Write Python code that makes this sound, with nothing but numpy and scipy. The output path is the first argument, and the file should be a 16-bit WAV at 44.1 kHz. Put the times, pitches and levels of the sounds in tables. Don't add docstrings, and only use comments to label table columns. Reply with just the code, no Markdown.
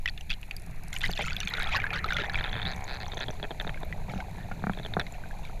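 import sys
import numpy as np
from scipy import signal
from scipy.fft import rfft, irfft, next_fast_len
from scipy.io import wavfile
from scipy.ndimage import uniform_filter1d

SR = 44100
rng = np.random.default_rng(int(sys.argv[2]) if len(sys.argv) > 2 else 0)


def materialize(psi):
    bounded = np.clip(np.atleast_2d(psi).T, -1, 1)
    quanta = np.round(bounded * 32767).astype(np.int16)
    wavfile.write(sys.argv[1], SR, quanta)


N = 246959
TIME = np.arange(N) / SR
RING = np.arange(4096) / SR


def gain_of(db):
    return 10 ** (np.asarray(db) / 20)


def evened(x):
    return x / np.sqrt(np.mean(x ** 2) + 1e-20)


def peaked(x):
    power = uniform_filter1d(x ** 2, size=132, mode="constant")
    return x / np.sqrt(power.max() + 1e-20)


def add(mix, s, sound):
    part = mix[max(round(s * SR), 0):][:len(sound)]
    part += sound[:len(part)]


def follow(rows):
    s, *columns = np.transpose(rows)
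    return [np.interp(TIME, s, column) for column in columns]


def read(points, hz):
    f, db = np.transpose(points)
    return np.interp(np.log(hz + 1), np.log(f + 1), db)


def noise(points):
    size = next_fast_len(N)
    colour = gain_of(read(points, np.fft.rfftfreq(size, 1 / SR)))
    white = rng.standard_normal(size)
    return evened(irfft(rfft(white) * colour, size)[:N])


def band(x, lo_hz, hi_hz):
    edges = np.sort(np.clip([lo_hz, hi_hz], 20, SR / 2 - 1))
    return signal.sosfilt(signal.butter(4, edges, "bandpass", fs=SR, output="sos"), x)


def fade_out(t60):
    return np.exp(-np.log(1000) * RING / t60)


def swell_in(rise):
    return 1 - np.exp(-RING / rise)


def ring(hz, t60, rise=0.0001, glide=0):
    age = np.minimum(RING / max(t60, 1e-4), 2)
    turns = np.cumsum(hz * (1 + glide * age)) / SR
    return np.sin(2 * np.pi * turns) * np.exp(-np.log(1000) * age) * swell_in(rise)


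def splash(lo_hz, hi_hz, t60, rise=0.0001):
    burst = rng.standard_normal(len(RING)) * fade_out(t60) * swell_in(rise)
    return peaked(band(burst, lo_hz, hi_hz))


def causal(points, tilt_db=0):
    hz = np.fft.rfftfreq(len(RING), 1 / SR)
    octaves = np.log2(np.clip(hz, 250, 4000) / 1000)
    db = read(points, hz) + tilt_db * octaves
    cepstrum = irfft(np.log(gain_of(db)))
    cepstrum[1:len(RING) // 2] *= 2
    cepstrum[len(RING) // 2 + 1:] = 0
    return peaked(irfft(np.exp(rfft(cepstrum))))


# (frequency [Hz], relative level [dB])
HISS_SPECTRUM = [(200, -2), (400, 9), (700, 21), (950, 13), (1300, -23), (2400, 22.5), (3100, 4.5),
                 (4100, 13.5), (5200, -2), (6700, 8), (8500, -2.5), (10600, 8), (12500, -3), (14300, 3),
                 (15400, -19)]
def sea_hiss(hiss_db=-60.5, ticks_db=-66, ticks_per_s=450):
    happens = rng.random(N) < ticks_per_s / SR
    sizes = gain_of(4.5 * np.minimum(rng.exponential(1, N), 4))
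    clicks = happens * rng.choice([-1, 1], N) * sizes
    ticks = evened(signal.oaconvolve(clicks, causal(HISS_SPECTRUM))[:N])
    return gain_of(hiss_db) * noise(HISS_SPECTRUM) + gain_of(ticks_db) * ticks


# (frequency [Hz], level [dB])
WHINE_TONES = [(11073, -90), (13066, -78), (13126, -77)]
def camera_whine(waver_rad=0.44):
    out = np.zeros(N)
    for hz, db in WHINE_TONES:
        waver = waver_rad * noise([(2, -2), (15, -15), (80, -27), (300, -120)])
        out += gain_of(db) * np.sqrt(2) * np.sin(2 * np.pi * hz * TIME + waver)
    return out


def fizz(level_db=-33):
    fine_db = follow(TRICKLE_LEVELS)[-1]
    return gain_of(fine_db + level_db) * noise([(4000, -34), (7000, -47), (9000, 18), (12500, 34), (15400, 24)])


def crackle(far_db=-75, fizzing_db=-20, per_s=60, spread_db=6.0, ping_db=-3):
    out = np.zeros(N)
    wait, size, pitch = rng.random((400, 3)).T
    times = np.cumsum(-np.log(1 - wait)) / per_s
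    strengths = np.minimum(-np.log(1 - size), 3)
    for s, strength, hz in zip(times, strengths, 6000 + 7000 * pitch):
        crack = splash(lo_hz=4200, hi_hz=11500, t60=0.007, rise=0.0006)
        ping = peaked(ring(hz, t60=0.008, rise=0.0004))
        add(out, s, gain_of(spread_db * strength) * peaked(crack + gain_of(ping_db) * ping))
    fine_db = follow(TRICKLE_LEVELS)[-1]
    return out * np.hypot(gain_of(far_db), gain_of(fine_db + fizzing_db))


# (time [s], level before level_db [dB], ping pitch [Hz])
SNAP_EVENTS = [(0.0593, -36, 5260), (0.083, -49, 4570), (0.2089, -43, 6000), (0.302, -37, 4670),
               (0.5117, -37, 4560), (0.566, -31, 4770), (0.9305, -31.5, 7100), (1.053, -32, 5020),
               (1.1154, -30, 4600), (1.265, -34.5, 7000), (1.4033, -24.5, 5920), (1.452, -38, 6450),
               (1.769, -38, 4660), (2.8416, -36.5, 6760), (3.615, -46, 11900), (0.5649, -37.5, 11260),
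               (0.964, -39, 6900), (0.9714, -49, 11700), (0.9943, -42, 12600), (1.114, -42, 11600),
               (0.9523, -40, 6030), (1.1054, -39, 6050), (1.1564, -46, 6040), (1.188, -40, 7150),
               (1.2311, -37, 6000), (1.5377, -56, 5410), (1.3645, -39, 11900), (1.482, -33.5, 6400),
               (1.4987, -44, 12600), (1.769, -39.5, 11800), (2.0614, -45, 13280), (2.134, -34.5, 6000),
               (2.168, -36.5, 6340), (3.85, -46, 13200), (4.9968, -34, 5500), (5.1234, -39.5, 7110)]
def snaps(level_db=-7, ping_db=8):
    out = np.zeros(N)
    for s, db, hz in SNAP_EVENTS:
        crack = splash(lo_hz=3020, hi_hz=14600, t60=0.0018)
        ping = peaked(ring(hz, t60=0.015))
        add(out, s, gain_of(db + level_db) * peaked(crack + gain_of(ping_db) * ping))
    return out


# (time [s], slow buffeting level [dB], rumble level [dB])
FLOW_LEVELS = [(0, -35.5, -46.5), (0.85, -40.5, -43.5), (1.2, -37.5, -43), (1.55, -42.5, -45),
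               (1.65, -30, -40.5), (1.9, -43.5, -38.5), (2.3, -32.5, -39.5), (2.6, -39, -39),
               (2.85, -41, -41), (3.6, -38, -41), (4.7, -42, -38), (5.6, -37, -44)]
# (time [s], time from centre to 1/e [s], swell [dB])
SURGE_EVENTS = [(1.08, 0.039, 7), (1.29, 0.042, 6), (1.457, 0.024, 9), (1.76, 0.025, 5), (2.66, 0.023, 7),
                (4.16, 0.032, 2.5), (4.99, .03, 4.5)]
# (frequency [Hz], relative level [dB])
BUFFET_SPECTRUM = [(4.7, -7), (8.0, 4), (22, 0), (70, -16), (91, -26), (150, -120)]
# (frequency [Hz], relative level [dB])
RUMBLE_SPECTRUM = [(40, -12.5), (62, 0), (100, -1.5), (145, -4.5), (175, -3.5), (215, -14), (290, -20.5),
                   (450, -24.5), (900, -104)]
def flow(buffet_trim_db=3.0, rumble_trim_db=-2, eddy_db=2.0, surge_share=0.57):
    buffet_db, rumble_db = follow(FLOW_LEVELS)
    eddies = noise([(2, 0), (8, 0), (20, -40), (60, -120)])
    surge_db = sum(db * np.exp(-((TIME - s) / width) ** 2) for s, width, db in SURGE_EVENTS)
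    buffet_gain = gain_of(buffet_db + buffet_trim_db + surge_share * surge_db)
    rumble_gain = gain_of(rumble_db + rumble_trim_db + surge_db + eddy_db * eddies)
    return buffet_gain * noise(BUFFET_SPECTRUM) + rumble_gain * noise(RUMBLE_SPECTRUM)


# (frequency [Hz], relative level [dB])
SHELL_SPECTRUM = [(120, -18.5), (280, -5), (420, 2.5), (560, -2), (740, 7.5), (1020, -7.5), (1400, -3.5),
                  (1780, -10), (2050, -30), (2300, -16.5), (2750, -41), (4500, -54), (9000, -80)]
# (time [s], clack level before level_db [dB], thud re clack before thud_trim_db [dB], tilt [dB per octave])
KNOCK_EVENTS = [(1.095, -31, -10, -4.5), (1.194, -34, -9, 1.5), (1.208, -34.5, -12, 2),
                (2.409, -40, -25, -14), (3.292, -44, -1, -10), (3.648, -36, -6, 8), (4.087, -39.5, 2, -9),
                (4.137, -34, -5, 1), (4.159, -39.5, 8.5, -11), (4.514, -35, -6, 6), (4.623, -41.5, 3.5, -1),
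                (4.6397, -28.5, -4, 5), (4.669, -27, -2, 6.5), (4.6964, -26.5, -1, 6.5),
                (4.9681, -21, -7, -1), (4.99, -32, -23, -3), (5.497, -41, -10, 0)]
def knocks(level_db=1, thud_trim_db=2, rattle_db=-13):
    out = np.zeros(N)
    for s, db, thud_db, tilt_db in KNOCK_EVENTS:
        thud_hz = 181 * rng.uniform(0.92, 1.06)
        thud = gain_of(thud_db + thud_trim_db) * peaked(ring(thud_hz, t60=0.07, rise=0.0014))
        rattle = gain_of(rattle_db) * splash(lo_hz=403, hi_hz=1690, t60=0.02, rise=0.002)
        add(out, s, gain_of(db + level_db) * (causal(SHELL_SPECTRUM, tilt_db) + rattle + thud))
    return out


def strike(modes, detune, spread_db):
    tones = []
    for k, (hz, db, t60) in enumerate(modes):
        louder, sharper = rng.standard_normal(2)
        tone = ring(hz * (1 + detune * sharper), t60)
        tones.append((-1) ** k * gain_of(db + spread_db * louder) * tone)
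    return np.array(tones)


# (frequency [Hz], relative level [dB], t60 [s])
BODY_MODES = [(435, -18.5, 0.047), (600, -7.5, 0.03), (770, 6.5, 0.003), (1330, 11.5, 0.027),
              (1744, 28, 0.0083), (2223, 9, 0.026), (2606, 22, 0.015)]
def slip(hz, window_db, window_t60, low_db, scrape_db=-8, grit_db=-13):
    modes = strike(BODY_MODES, detune=0.025, spread_db=1.5)
    is_low = np.array(BODY_MODES)[:, 0] < 1100
    scrape = gain_of(scrape_db) * splash(lo_hz=1110, hi_hz=2600, t60=0.027)
    body = peaked(peaked(band(modes[~is_low].sum(0), 1166, 2500)) + scrape)
    low = peaked(band(modes[is_low].sum(0), 192, 950))
    window = peaked(ring(1.02 * hz, window_t60, rise=0.0002, glide=-0.06))
    grit = gain_of(grit_db) * splash(lo_hz=3180, hi_hz=4500, t60=0.02)
    window = peaked(band(window + grit, 2370, 4700))
    return body + gain_of(low_db) * low + gain_of(window_db) * window


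# (time [s], body level [dB],
# window pitch before slip()'s 1.02 [Hz], window re body [dB], low modes re body [dB])
SLIP_EVENTS = [(2.336, -37, 4470, -5, -26), (2.344, -27.5, 3300, -4, -16), (2.375, -36, 3600, -5, -8),
               (2.387, -30, 3200, -2.5, -16), (2.396, -34, 4060, -4, -8), (2.409, -28.5, 3560, -6, -4.5),
               (2.4404, -32, 3570, 4, -5), (2.446, -29, 3200, -7, -20), (2.456, -34, 3100, -8, -4),
               (2.462, -35, 3730, -4, -17), (2.47, -36, 3280, -9, -14), (2.478, -36, 3290, -6, -3),
               (2.489, -44, 3280, 5, 0), (2.494, -43.5, 3850, 5.5, -1), (2.514, -42, 3200, 0, -15),
               (2.529, -32.5, 3420, 0.5, -8), (2.541, -37, 3380, 1, -20), (2.553, -32.5, 3130, -7, -4),
               (2.564, -32.5, 3540, -3, -2), (2.573, -36, 3350, -4, -14), (2.581, -36, 3470, -6, -16),
               (2.59, -36, 3600, -3, -21), (2.597, -32.5, 3080, -7, -10), (2.617, -35, 3400, 4, -13),
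               (2.628, -34.5, 3630, 3.5, -9), (2.6532, -34.5, 3440, 5.5, -17),
               (2.6624, -34.5, 3700, 3.5, -12), (2.67, -36, 3880, 7, -3), (2.734, -47, 3660, 9, -9),
               (3.063, -43, 4230, -2, -6), (3.118, -42, 3640, 6.5, -2), (3.134, -40, 3630, -3, 6),
               (3.171, -41, 3520, 7, 10.5), (3.177, -36, 3360, -1, 0), (3.19, -39, 3960, -3, -6),
               (3.206, -34, 3440, -0.5, -1.5), (3.2102, -34, 3350, 2, -4), (3.283, -40.5, 3300, 8, 9.5),
               (3.291, -46.5, 3830, -9, 13.5), (3.302, -40, 3400, -5, 7), (3.398, -41.5, 4100, -8, 3),
               (3.428, -39, 3370, 7, 10), (3.438, -37.5, 3270, -2.5, 0), (3.443, -35.5, 3130, -14, 4),
               (3.45, -36, 3120, -16, 1), (3.507, -39.5, 3580, 0.5, 10), (3.513, -43, 3200, 3.5, 12),
               (3.521, -55, 3260, -1, 15), (3.599, -31.5, 3550, 3, -3), (3.61, -34, 3130, -3, -4),
               (3.614, -37, 4000, -9, -1), (3.668, -41.5, 3640, -2, 10), (3.675, -36.5, 3630, 1, 0),
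               (3.693, -31.5, 3150, -10, -6), (3.8314, -40.5, 3627, -2, 10.5),
               (4.734, -41.5, 3240, -0.5, -3), (4.748, -50, 3800, 3, -6), (4.773, -45.5, 3630, 1, 13.5),
               (4.787, -41.5, 3370, 0, -1), (4.797, -42.5, 3540, -3, 9), (4.831, -54, 3800, 11, 2),
               (4.841, -56, 3480, 10, -7), (4.849, -42.5, 3460, 7, 6.5), (4.861, -39, 3160, 3, 5),
               (4.937, -34.5, 3610, 3, -4), (4.9957, -24.5, 3930, -7, -7), (5.0, -33.5, 3540, 3, -1),
               (5.004, -35, 3740, -6, -9), (5.012, -33, 3440, -2.5, -2), (5.017, -44, 3300, -3, 4)]
def slips(level_db=-1, low_trim_db=-2, window_t60=0.015, lengthening=0.16):
    out = np.zeros(N)
    for s, db, hz, window_db, low_db in SLIP_EVENTS:
        t60 = window_t60 * gain_of(lengthening * window_db)
        add(out, s, gain_of(db + level_db) * slip(hz, window_db, t60, low_db + low_trim_db))
    return out


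# (start [s], number of slips,
# rate [slips per s], body level [dB], window pitch before slip()'s 1.02 [Hz], low modes re body [dB])
CREAK_RUNS = [(2.6778, 7, 135, -37.5, 4120, -7.5), (2.8784, 13, 130, -40.5, 4080, -4.5),
              (3.003, 4, 108, -38.5, 4120, -6.5), (3.2159, 4, 134, -35.5, 3900, -5.5)]
def creaks(low_trim_db=-1, jitter_s=0.0004, spread_db=1.0, pitch_spread=0.024):
    out = np.zeros(N)
    for start, count, per_s, db, hz, low_db in CREAK_RUNS:
        for k in range(round(count)):
            late, size, pitch = rng.standard_normal(3)
            sound = slip(hz * (1 + pitch_spread * pitch), window_db=-2, window_t60=0.0028,
                         low_db=low_db + low_trim_db)
            add(out, start + k / per_s + jitter_s * late, gain_of(db + spread_db * size) * sound)
    return out


# (frequency [Hz], relative level [dB])
TRICKLE_SPECTRUM = [(280, -34), (410, 10), (530, 4), (760, 15.5), (1050, 6.5), (1500, 11.5), (2400, 14.5),
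                    (2950, -19), (3550, 0), (4300, -13), (5300, -51), (6100, -3.5), (7100, -35),
                    (8200, -57)]
def swarm(db, lo_hz, hi_hz, per_s, cycles, spread_db, near_db, count=30):
    pops, pitches = np.zeros(N), np.geomspace(lo_hz, hi_hz, count)
    for hz in pitches:
        wait, size, sign = rng.random((3, 400))
        born = np.cumsum(-np.log(1 - wait)) * count / per_s
        size = gain_of(spread_db * np.minimum(-np.log(1 - size), 3)) * np.sign(sign - 0.5)
        keep = born < (N - 1) / SR
        clicks = np.bincount((born[keep] * SR).astype(int), size[keep], N)
        pop = evened(ring(hz, cycles / hz, rise=0.0005, glide=0.03))
        weight = gain_of(read(TRICKLE_SPECTRUM, hz)) * np.sqrt(hz)
        pops += weight * signal.oaconvolve(clicks, pop)[:N]
    wash = noise([(lo_hz / 2, -60), *zip(pitches, read(HISS_SPECTRUM, pitches)), (1.37 * hi_hz, -50)])
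    separate = np.clip(1 + (db - near_db) / 14, 0.25, 0.93)
    return gain_of(db) * (np.sqrt(separate) * evened(pops) + np.sqrt(1 - separate) * wash)


# (time [s], large-bubble level [dB], middling-bubble level [dB], fine-bubble level [dB])
TRICKLE_LEVELS = [(0.0, -48.5, -54, -59), (0.91, -47, -42, -46.5), (0.94, -40.5, -47, -41),
                  (1.12, -39.5, -41, -36), (1.46, -42, -36, -64), (1.57, -31.5, -27, -39),
                  (1.73, -38.5, -30.5, -49), (1.9, -30.5, -30.5, -53), (2.02, -35, -30.5, -52),
                  (2.12, -35.5, -39.5, -53.5), (2.56, -48.5, -47.5, -57), (2.73, -47, -48, -54),
                  (2.95, -53.5, -55, -57), (3.09, -45.5, -54.5, -53.5), (3.27, -50, -56, -52.5),
                  (3.45, -52, -60, -64.5), (3.63, -49.5, -57, -59), (3.88, -46.5, -57, -66),
                  (4.79, -52, -56, -62.5), (5.6, -50, -59.5, -64)]
def trickle(fine_trim_db=0.5):
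    large_db, middling_db, fine_db = follow(TRICKLE_LEVELS)
    hold = gain_of(follow(LEAK_TRAIN)[-1])
    gurgling = 1 - 0.78 * hold / hold.max()
    large = swarm(large_db, 307, 1026, per_s=450, cycles=25, spread_db=6.0, near_db=-46)
    middling = swarm(middling_db, 1035, 2814, per_s=880, cycles=28, spread_db=2.0, near_db=-60)
    fine = swarm(fine_db + fine_trim_db, 2970, 7910, per_s=900, cycles=30, spread_db=8.5, near_db=-53.5)
    return gurgling * (large + middling) + gurgling ** 2 * fine


# (frequency [Hz], relative level [dB])
LEAK_SPECTRUM = [(200, -18), (420, 1), (520, -8), (680, 3.5), (770, 12.5), (900, 2), (1030, 6), (1200, -9),
                 (1550, -9), (1900, -6), (2280, 6.5), (2650, -22), (3100, -24), (4000, -27), (6000, -38)]
# (time [s], level [dB], rate [bubbles per s])
LEAK_TRAIN = [(2.05, -56, 86), (2.25, -43, 80.8), (2.5, -41, 74.5), (2.66, -39, 70.8), (2.82, -39.5, 68.3),
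              (2.98, -42.5, 65.4), (3.07, -44, 62.5), (3.25, -54, 58)]
def leak(spread_db=1.5):
    db, per_s = follow(LEAK_TRAIN)
    running = (TIME > LEAK_TRAIN[0][0]) * (TIME < LEAK_TRAIN[-1][0])
    released = np.diff(np.floor(np.cumsum(per_s * running) / SR), prepend=0)
    taps = released * gain_of(db + spread_db * rng.standard_normal(N))
    return signal.oaconvolve(taps, causal(LEAK_SPECTRUM))[:N]


# (frequency [Hz], gain [dB])
FROTH_SPECTRUM = [(1300, 0), (2400, 1), (2950, -5), (3500, 0), (4400, -4)]
# (start [s], length [s], level before level_db and spread [dB], treble re chirps [dB])
SPURT_EVENTS = [(0.925, .05, -43.5, -12), (1.005, .125, -41.5, -12.5), (1.15, .17, -39.5, -14),
                (1.32, .14, -45.5, -16), (1.47, .09, -43, -20), (1.56, .08, -40, -18),
                (1.65, .07, -43.5, -19), (1.72, .06, -35, -19.5), (1.785, .09, -44, -29),
                (1.93, .065, -39, -22.5), (2.075, .185, -37.5, -25.5), (2.33, .15, -46, -20),
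                (4.09, .12, -54.5, -11), (4.37, .07, -53.5, -24), (5.13, .03, -52, -15),
                (5.43, .08, -55, -15)]
def froth(level_db=-1, spread_db=4, per_s=210, lo_hz=1300, hi_hz=4400, crack_db=-1.98, spit_db=-17):
    chirps, cracks, spatter = np.zeros((3, N))
    for start, length, db, treble_db in SPURT_EVENTS:
        for age in np.arange(0, length, 1 / per_s):
            late, pitch, fine = rng.random(3)
            s = start + age + late / per_s
            size = gain_of(db + level_db + spread_db * np.clip(rng.standard_normal(), -2, 2))
            crack = peaked(rng.standard_normal(len(RING)) * fade_out(0.007))
            hz = lo_hz * (hi_hz / lo_hz) ** pitch
            chirp = gain_of(read(FROTH_SPECTRUM, hz)) * peaked(ring(hz, 50 / hz, rise=0.0008, glide=0.07))
            ping = gain_of(treble_db) * peaked(ring(4400 + 2900 * fine, t60=0.011, rise=0.0004))
            add(chirps, s, size * (chirp + ping))
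            add(cracks, s, size * gain_of(crack_db) * crack)
            add(spatter, s, size * gain_of(treble_db) * crack)
    spit = gain_of(spit_db) * band(spatter, 7600, 14500)
    return chirps + band(cracks, 1250, 4100) + band(spatter, 4000, 7600) + spit


def bubble(hz, companion_hz, companion_db, cycles=50, splash_db=-7, tick_db=-16):
    main, companion = (peaked(ring(f, min(cycles / f, 0.045), rise=0.00013, glide=0.04))
                       for f in (hz, companion_hz))
    spray = gain_of(splash_db) * splash(lo_hz=1440, hi_hz=3500, t60=0.032, rise=0.0027)
    spray += gain_of(tick_db) * splash(lo_hz=3180, hi_hz=6700, t60=0.011)
    return peaked(main + gain_of(companion_db) * companion + gain_of(min(companion_db, 0)) * spray)


# (start [s], length [s], level [dB],
# starting pitch [Hz], level change over the string [dB], starting glug pitch [Hz], glug re bubbles [dB])
GUSH_EVENTS = [(1.036, 0.033, -22.5, 2050, -7, 810, -27), (1.21, 0.02, -23.5, 2440, -8, 686, -12),
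               (1.716, 0.025, -28, 2180, 4, 780, -8), (1.747, 0.027, -18, 1680, -2.5, 776, -15),
               (1.936, 0.025, -28.5, 1310, 0, 520, -11), (2.06, 0.0099, -28.5, 1370, -12, 526, -4),
               (2.184, 0.0372, -25.5, 1800, -1.5, 461, -7), (4.087, 0.033, -46, 2150, 4.5, 650, 6),
               (4.172, 0.041, -62.5, 2060, 11, 689, 20)]
def gushes(level_db=-7, per_s=170, jitter_s=0.0008, spread_db=1.5,
           pitch_spread=0.129, companion_spread=0.174, glug_spread=0.19):
    out = np.zeros(N)
    for start, length, db, hz, fade_db, glug_hz, glug_db in GUSH_EVENTS:
        for age in np.arange(0, length, 1 / per_s):
            late, size, pitch, depth, small = rng.standard_normal(5)
            glug = peaked(ring(glug_hz * np.exp(glug_spread * depth), t60=0.05, rise=0.0015, glide=0.15))
            companion_hz = 3290 * np.exp(companion_spread * small)
            pop = bubble(hz * np.exp(pitch_spread * pitch), companion_hz, companion_db=-4)
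            level = db + level_db + fade_db * age / length + spread_db * size
            add(out, start + age + jitter_s * late, gain_of(level) * (pop + gain_of(glug_db) * glug))
    return out


# (time [s], level before level_db [dB], starting pitch [Hz],
# companion's starting pitch [Hz], companion re bubble [dB])
BUBBLE_EVENTS = [(0.0584, -14, 1937, 3000, -6.5), (0.0773, -17.5, 2540, 3360, -11),
                 (0.086, -21, 1890, 3380, 0), (0.096, -28, 4400, 2300, -26), (.177, -29.5, 2780, 3500, 0.5),
                 (0.21, -32.5, 2800, 3070, -5), (.296, -30, 2500, 3370, 4), (0.303, -18, 2510, 3280, -0.5),
                 (0.3102, -18.5, 2620, 4530, -7), (0.3168, -22.5, 2830, 3430, 0),
                 (0.33, -24.5, 2450, 3360, 8), (.338, -29, 3030, 4040, -1), (0.43, -31, 2580, 2820, -3),
                 (.5107, -22, 2455, 2650, -5), (0.929, -25, 2110, 3270, -4), (0.9642, -20.5, 2350, 2860, 2),
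                 (1.0082, -27, 2400, 3430, 0), (1.016, -22.5, 2700, 3540, 4),
                 (1.0404, -13.5, 1990, 3500, -32), (1.06, -23, 2330, 3750, 9),
                 (1.135, -24, 3470, 4300, -18), (1.177, -23, 3500, 4200, -15),
                 (1.191, -20, 608, 2020, -5.5), (1.192, -21, 807, 3200, -11), (1.2, -23, 440, 2060, 7),
                 (1.282, -22.5, 2110, 2960, -6), (1.307, -24, 2530, 3330, -10),
                 (1.331, -26.5, 4500, 3500, -4), (1.366, -19.5, 3410, 2540, -8),
                 (1.4033, -23.5, 2900, 3570, 2), (1.411, -23.5, 2780, 3400, -22),
                 (1.432, -24, 2430, 3650, -5), (1.474, -17, 2410, 3480, -4), (1.49, -26, 3320, 2400, -17),
                 (1.509, -26, 1950, 2500, -15), (1.538, -18, 3890, 2130, -7), (1.551, -28, 2340, 3530, -8),
                 (1.573, -27, 3420, 1920, -12), (1.583, -20.5, 1474, 2870, -19),
                 (1.6, -23.5, 1430, 2500, -8), (1.608, -25, 2170, 3370, -5), (1.6227, -21, 1690, 3800, -2),
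                 (1.642, -23.5, 3700, 2180, -18), (1.673, -24.5, 3340, 2300, -22),
                 (1.691, -23.5, 1310, 2500, -1), (1.789, -28, 766, 3400, -30), (1.801, -19, 2300, 1700, -8),
                 (1.818, -23, 2070, 3060, -13), (1.841, -15, 1606, 3750, -28),
                 (1.8664, -19.5, 1710, 2120, -14), (1.9054, -21, 1780, 2417, 8),
                 (1.93, -22, 1350, 2910, -29), (1.935, -22, 2310, 1820, -11), (1.96, -25, 1490, 3370, -16),
                 (1.989, -28, 1780, 3900, -3), (2.0433, -15.5, 1288, 3970, -7.5),
                 (2.106, -17, 1568, 3600, -10), (2.123, -16, 1450, 3600, -8),
                 (2.167, -15.5, 2030, 3360, -2), (2.244, -21.5, 1800, 1540, -6),
                 (2.297, -20.5, 1705, 3970, -6), (2.356, -15.5, 2330, 3360, -16),
                 (3.7438, -30.5, 2160, 1600, -12), (3.774, -32.5, 1600, 2260, -8),
                 (3.926, -24, 1960, 2260, -13), (4.097, -30, 2230, 1300, -6), (4.177, -37, 2410, 2030, -12),
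                 (4.203, -26.5, 2160, 1530, 0.5), (4.517, -28.5, 1430, 2170, -7),
                 (5.0665, -30.5, 2110, 3880, -3), (5.2373, -33.5, 1540, 1900, -21),
                 (5.31, -32, 1650, 2200, -29), (5.451, -33, 2300, 3870, -5)]
def bubbles(level_db=-8.0):
    out = np.zeros(N)
    for s, db, hz, companion_hz, companion_db in BUBBLE_EVENTS:
        add(out, s, gain_of(db + level_db) * bubble(hz, companion_hz, companion_db))
    return out


def scene():
    background = sea_hiss() + camera_whine() + fizz() + crackle() + snaps() + flow()
    housing = knocks() + slips() + creaks()
    air = trickle() + leak() + froth() + gushes() + bubbles()
    return (background + housing + air)[None]


def record(dry, edge_hz=15600):
    lowpass = signal.firwin(511, edge_hz, window=("kaiser", 9), fs=SR)
    return signal.oaconvolve(dry, lowpass[None], "same")


dry = scene()
out = record(dry)
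materialize(out)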